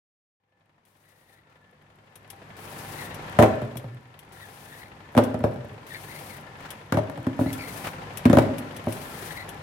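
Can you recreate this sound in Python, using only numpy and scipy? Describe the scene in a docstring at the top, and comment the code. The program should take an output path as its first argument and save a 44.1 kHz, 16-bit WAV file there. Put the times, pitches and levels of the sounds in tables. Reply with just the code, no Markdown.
"""A small bottle labelling machine in a workshop, label head to the left, a bin below the microphone. The sound
fades in: the motor hums, the belt rumbles, a slat chain ticks along its guides. From about 1 s on, air hisses
for each label, the label web squeaks, metal parts click, a bottle is set down on the belt, and now and then a
bottle scrapes the rail. From 3.4 s on, four filled plastic bottles tip off the belt, thud into the plastic bin
and tumble over each other. The gain on the machine dips after the first, then recovers."""
import sys
import numpy as np
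from scipy import signal
from scipy.fft import rfft, irfft, next_fast_len
from scipy.io import wavfile

SR = 44100
rng = np.random.default_rng(int(sys.argv[2]) if len(sys.argv) > 2 else 0)


def wav_record(signal):
    """Record a signal, one row per channel, as 16-bit PCM in the file named by sys.argv[1]."""
    frames = np.transpose(np.atleast_2d(signal))
    bounded = np.clip(frames, -1, 1)
    # unit amplitude maps onto the largest positive 16-bit level
    quanta = np.round(bounded * 32767).astype(np.int16)
    wavfile.write(sys.argv[1], SR, quanta)


N = 424241
TIME = np.arange(N) / SR


def from_db(db):
    """Decibels to gain."""
    return 10 ** (np.asarray(db) / 20)


def rms_one(x):
    """Scale to rms 1."""
    return x / np.sqrt(np.mean(x ** 2) + 1e-20)


def at_hz(points, hz):
    """Read a table on a log-frequency axis."""
    freqs, values = np.transpose(points)
    return np.interp(np.log(np.maximum(hz, 1)), np.log(freqs), values)


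def add(out, s, sound):
    """Mix a short sound in at s seconds."""
    start = max(round(s * SR), 0)
    out[..., start:start + sound.shape[-1]] += sound[..., :N - start]


def filtered(x, kind, hz, order=2):
    """Causal low-, high- or band-pass."""
    return signal.sosfilt(signal.butter(order, hz, kind, fs=SR, output="sos"), x + 1e-18)


def dying(t, t60):
    """Exponential decay, 60 dB down after t60 seconds."""
    return np.exp(-np.log(1000) * t / t60)


def drift(per_s, size=N):
    """A random wander through per_s points a second; rms 1."""
    knots = rng.standard_normal(int(per_s * size / SR) + 2)
    return rms_one(np.interp(TIME[:size] * per_s, np.arange(len(knots)), knots))


def pan(left_db):
    """Channel gains for a source left of the microphone."""
    return from_db(np.array([[.5], [-.5]]) * left_db)


def shaded(x, shade):
    """The microphone's right side is shaded from a source on the left; shade lists f/Hz, loss/dB."""
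    gain = from_db(-at_hz(shade, np.fft.rfftfreq(2 * N, 1 / SR)))
    return np.array([x[0], irfft(rfft(x[1], 2 * N) * gain)[:N]])


# likeness of left and right at the microphone: f/Hz, correlation
STEREO_LIKENESS = [(60, 0.71), (130, 1), (260, 0.93), (500, 0.74), (1000, 0.019), (5000, 0.048)]

def noise(spectrum=((100, 0), (1000, 0)), size=N):
    """Coloured stereo noise, alike in the bass and unrelated in the treble; rms 1."""
    length = next_fast_len(size, True)
    hz = np.fft.rfftfreq(length, 1 / SR)
    mid, side = rfft(rng.standard_normal((2, length)))
    alike = at_hz(STEREO_LIKENESS, hz)
    both = np.sqrt(1 + alike) * mid + np.sqrt(1 - alike) * side * [[1], [-1]]
    return rms_one(irfft(both * from_db(at_hz(spectrum, hz)), length)[:, :size])


# decay of the room around the microphone: f/Hz, t60/s
ROOM_DECAY = [(100, 0.61), (300, 1), (600, 0.51), (1500, 0.7), (4000, 0.57), (12000, 0.29)]

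def workshop(x, build_s=0.012):
    """Diffuse reverberation that builds up quickly and lasts longest in the bass."""
    t, edges = TIME[:SR], np.geomspace(40, 16000, 10)
    tail = 0
    for low, high in zip(edges, edges[1:]):
        t60 = at_hz(ROOM_DECAY, np.sqrt(low * high))
        tail += filtered(noise(size=len(t)), "band", [low, high]) * dying(t, t60)
    tail *= 1 - np.exp(-t / build_s)
    return signal.fftconvolve(x, tail / np.sqrt(np.sum(tail ** 2) / 2), axes=1)[:, :N]


# recording gain on the machine's sound: t/s, level/dB
GAIN_CURVE = [(0.4, -79.5), (0.6, -66), (2.05, -54), (2.75, -39), (3.35, -34), (4.05, -50.5), (4.5, -46),
              (5.8, -44), (6.2, -40.5), (6.9, -44), (7.8, -36), (9.3, -37.5), (9.6, -38)]
GAIN_OPEN = TIME > GAIN_CURVE[0][0]

def gain_db(s):
    """The gain on the machine's sound fades in, dips after the first fall, then recovers."""
    return np.interp(s, *np.transpose(GAIN_CURVE))


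# notes of the motor: f/Hz, level/dB, unused
MOTOR_NOTES = [(101.2, -6.5, 0), (148, -8, 0)]

def motor(waver=0.12):
    """The motor hums on two low notes, each wavering in phase and strength."""
    hum = 0
    for hz, db, _ in MOTOR_NOTES:
        phase = 2 * np.pi * hz * TIME + 2 * waver * drift(9.6)
        hum += from_db(db) * np.sin(phase) * (1 + waver * drift(13))
    return hum


# resonances of the frame and guide rails: f/Hz, lift/dB
FRAME_MODES = [(510, 5), (790, 4.5), (1370, 4.5), (1740, 7)]

def frame(x, q=55, swing_db=3):
    """Frame and rails ring with what shakes them, each resonance coming and going as the chain rubs."""
    ringing = 0
    for hz, db in FRAME_MODES:
        lift = from_db(db + swing_db * drift(9)) - 1
        ringing += lift * signal.lfilter(*signal.iirpeak(hz, q, fs=SR), x)
    return x + ringing


# contacts within one slat's cycle: t/s, level/dB
SLAT_TICKS = [(.005, 0.5), (.055, -6)]
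# colour of a slat tick: f/Hz, density/dB
SLAT_COLOUR = [(150, 5.5), (700, 12.5), (1450, 5), (1850, 8), (3200, 3.5), (6000, -14), (15000, -28)]

def slats(per_s=11.604, t60=0.077):
    """Each slat ticks as it meets the sprocket, and again as it settles."""
    ticks, tick = np.zeros(N), dying(TIME[:SR // 8], t60)
    for cycle in np.arange(0, TIME[-1] - 1 / per_s, 1 / per_s):
        for s, db in SLAT_TICKS:
            add(ticks, cycle + s, from_db(db + rng.normal()) * tick)
    return ticks * noise(SLAT_COLOUR)


# rumble and rub of the belt: f/Hz, density/dB
BELT_COLOUR = [(25, -11), (50, -9.5), (105, -3.5), (185, -4), (260, -9), (641, -10.5), (1040, -7),
               (1130, -12.5), (2000, -14), (6210, -29.5), (13200, -37.5), (16000, -50)]

def conveyor(belt_db=-3.5, hum_db=-4.5, tick_follows=0.87, hum_follows=0.88):
    """Belt rumble, motor hum and slat ticks under one gain curve; hum and ticks follow it a bit less."""
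    level_db = gain_db(TIME)
    swing_db = level_db - level_db.mean()
    belt = from_db(belt_db) * noise(BELT_COLOUR)
    hum = from_db(hum_db + (hum_follows - 1) * swing_db) * motor()
    ticks = from_db((tick_follows - 1) * swing_db) * slats()
    return from_db(level_db) * GAIN_OPEN * (frame(belt + ticks) + hum) * pan(0.63)


# bright snap shared by chain links, metal parts and caps: f/Hz, density/dB
SNAP_COLOUR = [(800, -6), (3100, 9), (4700, -3), (5600, 2.5), (6700, 0), (11000, 9), (13000, 5.5),
               (15500, -5)]

def chatter(per_s=31, level_db=-16.5, spread_db=4, t60=0.021):
    """Loose chain links tick at random, most of them faintly."""
    onsets = (rng.random(N) < per_s / SR) * GAIN_OPEN
    sizes = from_db(level_db + gain_db(TIME) + spread_db * np.minimum(rng.exponential(1, N), 3))
    return signal.fftconvolve(onsets * sizes, dying(TIME[:SR // 20], t60))[:N] * noise(SNAP_COLOUR)


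# bottles rubbing the guide rail, and at 1.49 s one set down on the belt: t/s, length/s, level/dB
BOTTLE_RUBS = [(1.49, 0.1, -57), (2.578, 0.2, -48), (6.577, 0.26, -42), (7.84, 0.054, -30.5)]
# colour of the rub: f/Hz, density/dB
RUB_COLOUR = [(300, -4.5), (900, 2), (2400, -4), (5000, -14.5), (15000, -26)]

def scrape(rise_s=0.02):
    """A bottle catches the guide rail and rubs roughly along it, easing off; early on, one is set down on the
    belt with a short rub."""
    rub = sum(from_db(db) * np.sqrt(np.interp(TIME - s, [0, rise_s, length], [0, 1, 0]))
              for s, length, db in BOTTLE_RUBS)
    catches = rms_one(from_db(3.5 * drift(110)))
    return rub * catches * noise(RUB_COLOUR)


# stray clicks at the label head: t/s, level/dB
STRAY_CLICKS = [(0.8516, -65), (2.1558, -49), (3.1443, -44.5), (4.1907, -50.5), (7.5289, -37),
                (8.5822, -39.5), (8.7645, -42.5), (8.9236, -38.5), (9.4902, -42)]
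# modes of the clicking metal: f/Hz, level/dB
METAL_MODES = [(3400, -2), (5700, -3), (8958, -3), (10650, -1), (11015, 0), (11750, 0)]

def clicks(first_turn_s=2.302, turn_s=1.4675, turn_db=-13.5, follows=0.59, ring_db=-7, ring_t60=0.09):
    """A snap sets thin metal ringing, never twice alike, once per roller turn and at stray moments."""
    out, t = np.zeros((2, N)), TIME[:SR // 4]
    turns = [(s, turn_db + follows * gain_db(s)) for s in np.arange(first_turn_s, TIME[-1], turn_s)]
    attack = 1 - dying(t, 0.00072)
    snap_and_tail = from_db(8) * dying(t, 0.062) + from_db(-19) * dying(t, 0.57)
    for s, db in turns + list(STRAY_CLICKS):
        snap = noise(SNAP_COLOUR, len(t)) * snap_and_tail
        ring = sum(from_db(rng.normal(mode_db, 4)) * np.sin(2 * np.pi * hz * rng.normal(1, 0.012) * t)
                   for hz, mode_db in METAL_MODES)
        add(out, s, from_db(db) * attack * (snap + from_db(ring_db) * ring * dying(t, ring_t60)))
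    return out


# slips of the label web, left of the microphone: t/s, length/s, start f/Hz, end f/Hz
WEB_SLIPS = [(1.0, 0.51, 1934, 1890), (2.937, 0.2, 2033, 1866), (4.34, 0.16, 1967, 1700),
             (4.674, 0.21, 1714, 2080), (5.889, 0.091, 1856, 1760), (5.928, 0.066, 2080, 2140),
             (6.077, 0.12, 1970, 2180), (6.288, 0.095, 2154, 1890), (7.452, 0.061, 2100, 2070),
             (7.575, 0.15, 2300, 1980), (9.258, 0.19, 1917, 2000)]

def squeaks(level_db=-9, octave_db=-9, fade_db_per_s=13, follows=0.8):
    """The web sticks and slips in spurts: a raspy glide with a weak octave; a long slip is fainter."""
    out = np.zeros((2, N))
    unsteady = 1 + .02 * drift(80) + .058 * drift(700)
    spurts = rms_one(from_db(4 * drift(250) + 2.4 * drift(35)))
    level = from_db(level_db + follows * gain_db(TIME)) * spurts
    for s, length, start_hz, end_hz in WEB_SLIPS:
        part = (TIME >= s) & (TIME < s + length)
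        progress = (TIME[part] - s) / length
        hz = (start_hz + (end_hz - start_hz) * progress) * unsteady[part]
        phase = 2 * np.pi * np.cumsum(hz) / SR + np.array([[0], [np.pi / 2]])   # left, right
        swell = np.sqrt(np.sin(np.pi * progress)) * level[part] * from_db(-fade_db_per_s * length)
        out[:, part] += swell * (np.sin(phase) + from_db(octave_db) * np.sin(2 * phase))
    return out


# one blast at the label head for each label: t/s, relative level/dB
AIR_BLASTS = [(0.86, -8.5), (2.567, -10.5), (4.321, -10.5), (5.867, -9.5), (7.396, -12), (8.885, -11)]
# colour of the hiss: f/Hz, density/dB
AIR_COLOUR = [(120, -4), (400, 13.5), (2000, 8), (3000, 6), (7400, 2.5), (10000, 7.5), (12500, 5),
              (15500, 1.5)]

def air(level_db=7.5, open_s=0.0014, blast_s=0.485, close_t60=0.27, swell_db=1, flutter_db=1.74):
    """A valve opens sharply; the hiss grows a little and dies more slowly when it shuts."""
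    flow = np.zeros(N)
    for s, db in AIR_BLASTS:
        age = TIME - s
        valve = np.clip(age / open_s + 1, 0, 1) * dying(np.maximum(age - blast_s, 0), close_t60)
        flow += valve * from_db(db + swell_db * np.clip(age / blast_s - .5, -.5, .5))
    return flow * from_db(level_db + gain_db(TIME) + flutter_db * drift(67)) * noise(AIR_COLOUR)


# bottles rebounding on the bin floor: t/s, thud/dB, rocking time/s
BOUNCES = [(3.617, -19, 0.058), (3.756, -27, 0.056), (3.841, -28, 0.16), (5.405, -24.5, 0.038),
           (5.559, -27.5, 0.084), (5.644, -32, 0.066), (5.715, -35, 0.031), (7.176, -22.5, 0.036)]

def rocking(boom_hz=120, boom_db=-5.5, waver=0.05):
    """After each rebound the rocking bottle keeps the bin floor booming for a moment."""
    push = sum(from_db(db + boom_db) * np.interp((TIME - s) / length, [0, .1, .6, 1], [0, 1, .7, 0])
               for s, db, length in BOUNCES)
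    phase = 2 * np.pi * np.cumsum(boom_hz * (1 + waver * drift(40))) / SR
    return push * np.sin(phase) * from_db(2 * drift(24.27))


# a pump cap hits the bin or another bottle: t/s, crack/dB
CAP_STRIKES = [(3.425, -9), (5.177, -10), (6.923, -16.5), (7.098, -31), (7.267, -28), (8.386, -11.5)]

def caps(snap_db=-10, t60=0.0091):
    """The hard caps add a short, bright snap to their blows."""
    out, t = np.zeros((2, N)), TIME[:SR // 20]
    for s, db in CAP_STRIKES:
        add(out, s, from_db(db + snap_db) * noise(SNAP_COLOUR, len(t)) * dying(t, t60))
    return out


# modes of the loaded bin: f/Hz, level/dB, t60/s
BIN_MODES = [(115, -10.5, 0.29), (149, -16, 0.26), (259.7, -14.5, 0.33), (328, -11.5, 0.26),
             (410.1, -11.5, 0.19), (552.7, -12.5, 0.24), (620, -19.5, 0.32), (799, -15, 0.058),
             (980, -11, 0.086)]

def bin_ring(thud, hollow, knock, ring_db=-4, build_t60=0.033, spread_db=3.5):
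    """The bin floor swings alike after every blow; the higher wall modes share each blow differently."""
    out, t = 0, TIME[:SR * 3 // 4]
    for hz, db, t60 in BIN_MODES:
        drive_db = at_hz([(150, thud), (260, hollow), (430, knock)], hz)
        chance = min(hz / 900, 1)
        phase = chance * (rng.normal(0, 1, (2, 1)) + np.pi * rng.normal())
        gain = from_db(drive_db + db + ring_db + spread_db * chance * rng.normal())
        out += gain * np.sin(2 * np.pi * hz * t + phase) * (dying(t, t60) - dying(t, build_t60))
    return out


# falls into the bin, a list of blows per bottle, landing first: t/s, thud/dB, hollow note/dB, knock/dB
FALLS = [
    [(3.388, 0.5, -6, -2), (3.397, -31, -11, -5.5), (3.423, -15, -1, -9.5), (3.432, -28, -10.5, -4)],
    [(5.150, -25, -23, -18), (5.167, -11, -5, -41), (5.175, -12, -1.5, -7.5), (5.185, -28, -28, -7),
     (5.233, -24, -17, -35), (5.342, -15, -19, -19), (5.439, -6.5, -17, -9)],
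    [(6.923, -9.5, -16.5, -25), (6.944, -15, -12, -19), (6.971, -9, -11, -11), (7.268, -15, -8, -23.5),
     (7.39, -12.5, -15, -15.5), (7.41, -15, -5.5, -22), (7.46, -12, -17, -25.5)],
    [(8.254, -2.5, 2.5, -12), (8.298, -6.5, 2, -16), (8.33, -4, -1.5, -8), (8.37, 0, -1, -3.5),
     (8.869, -12.5, -15, -16.5)],
]

def blows(crack_db=-10, softening_db_per_s=19):
    """Falls, caps and rebounds as t/s, thud/dB, hollow note/dB, knock/dB, crack/dB."""
    for fall in FALLS:
        landing_s = fall[0][0]
        for s, thud, hollow, knock in fall:
            softening_db = softening_db_per_s * (s - landing_s)   # a slowing bottle cracks less
            yield s, thud, hollow, knock, max(thud, knock) + crack_db - softening_db
    for s, crack in CAP_STRIKES:
        body = crack - 9
        yield s, body, body, body, crack
    for s, thud, _ in BOUNCES:
        yield s, thud, thud - 4.5, thud - 4.5, thud - 11.5


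# hollow note of each fall, set by how the bottle lands: f/Hz
FALL_NOTES = [226, 236, 272, 243]

def hollow_note(s, t, t60=0.081):
    """The last bottle's liquid-loaded wall swings a few cycles; the pitch varies with where it is hit."""
    landed = sum(fall[0][0] <= s + .02 for fall in FALLS)
    hz = FALL_NOTES[max(landed - 1, 0)] * rng.normal(1, 0.014)
    return np.sin(2 * np.pi * hz * t) * (dying(t, t60) - dying(t, 0.0028))


def contact(band_hz, top_hz, size):
    """The pulse of a yielding contact, its top rounded off; peak 1."""
    pulse = filtered(filtered(signal.unit_impulse(size), "band", band_hz), "low", top_hz)
    return pulse / np.abs(pulse).max()


def rattle(knock, t, level_db=-2.5, growth=0.27, t60=0.094):
    """The bin's load answers a blow with a scatter of jolts; hard blows shake it more."""
    jolts = from_db(5 * drift(150, len(t)))
    scatter = noise(size=len(t)) * jolts * (dying(t, t60) - dying(t, 0.015))
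    return scatter * from_db(level_db + growth * (knock + 18)) / np.sqrt(np.sum(scatter ** 2) / 2)


# colour of hard plastic cracking: f/Hz, density/dB
CRACK_COLOUR = [(500, 8.5), (1400, 8.5), (2300, -2), (6000, -15.5), (11000, -15), (16000, -23)]

def bottles(thud_db=-6.5, hollow_db=-6.5, knock_db=-1.5, wall_hz=606, lag_s=0.0023, crack_lead_s=0.002):
    """Each blow is a crack, a push on the bin floor, a hollow note and a knock of the bottle wall."""
    out, t = np.zeros((2, N)), TIME[:SR // 6]
    push = contact([82, 236], top_hz=900, size=len(t))
    tap = contact([335, 758], top_hz=1400, size=len(t))
    for s, thud, hollow, knock, crack in blows():
        body = from_db(thud + thud_db) * push + from_db(hollow + hollow_db) * hollow_note(s, t)
        wall_ring = np.sin(2 * np.pi * wall_hz * rng.normal(1, 0.043) * t) * dying(t, 0.05)
        wall = from_db(knock + knock_db) * (tap + from_db(-5) * wall_ring)
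        skin = from_db(crack) * noise(CRACK_COLOUR, len(t)) * dying(t, 0.032)
        load = signal.fftconvolve(rattle(knock, t), wall + 0.74 * skin, axes=1)
        add(out, s + lag_s - crack_lead_s, skin)   # the skin cracks before the liquid's weight arrives
        for sound in (body, wall, load, bin_ring(thud, hollow, knock)):
            add(out, s + lag_s, sound)
    return filtered(out + rocking() + caps(), "high", 55, order=4)


def scene(room_db=-13):
    """From the microphone: the label head lies to the left, the bin below, the workshop all round."""
    falls = bottles()
    falls += from_db(room_db) * workshop(falls)
    head = shaded(air() + clicks() + chatter(), [(1500, 2.9), (4400, 9.2), (8000, 18), (15000, 20.5)])
    web = squeaks() * pan(8)
    bin_and_belt = falls + conveyor() + scrape()
    return head + web + shaded(bin_and_belt, [(300, 0), (2300, 2.5), (5000, 10.5), (12000, 16.5)])


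def record(dry, ceiling=1.1, cutoff_hz=15900):
    """The microphone drops the deepest bass, peaks are rounded, the top is cut."""
    lean = filtered(dry, "high", 38, order=3)
    rounded = ceiling * np.tanh(lean / ceiling)
    return signal.sosfilt(signal.ellip(12, .1, 80, cutoff_hz, fs=SR, output="sos"), rounded)


dry = scene()
out = record(dry)
wav_record(out)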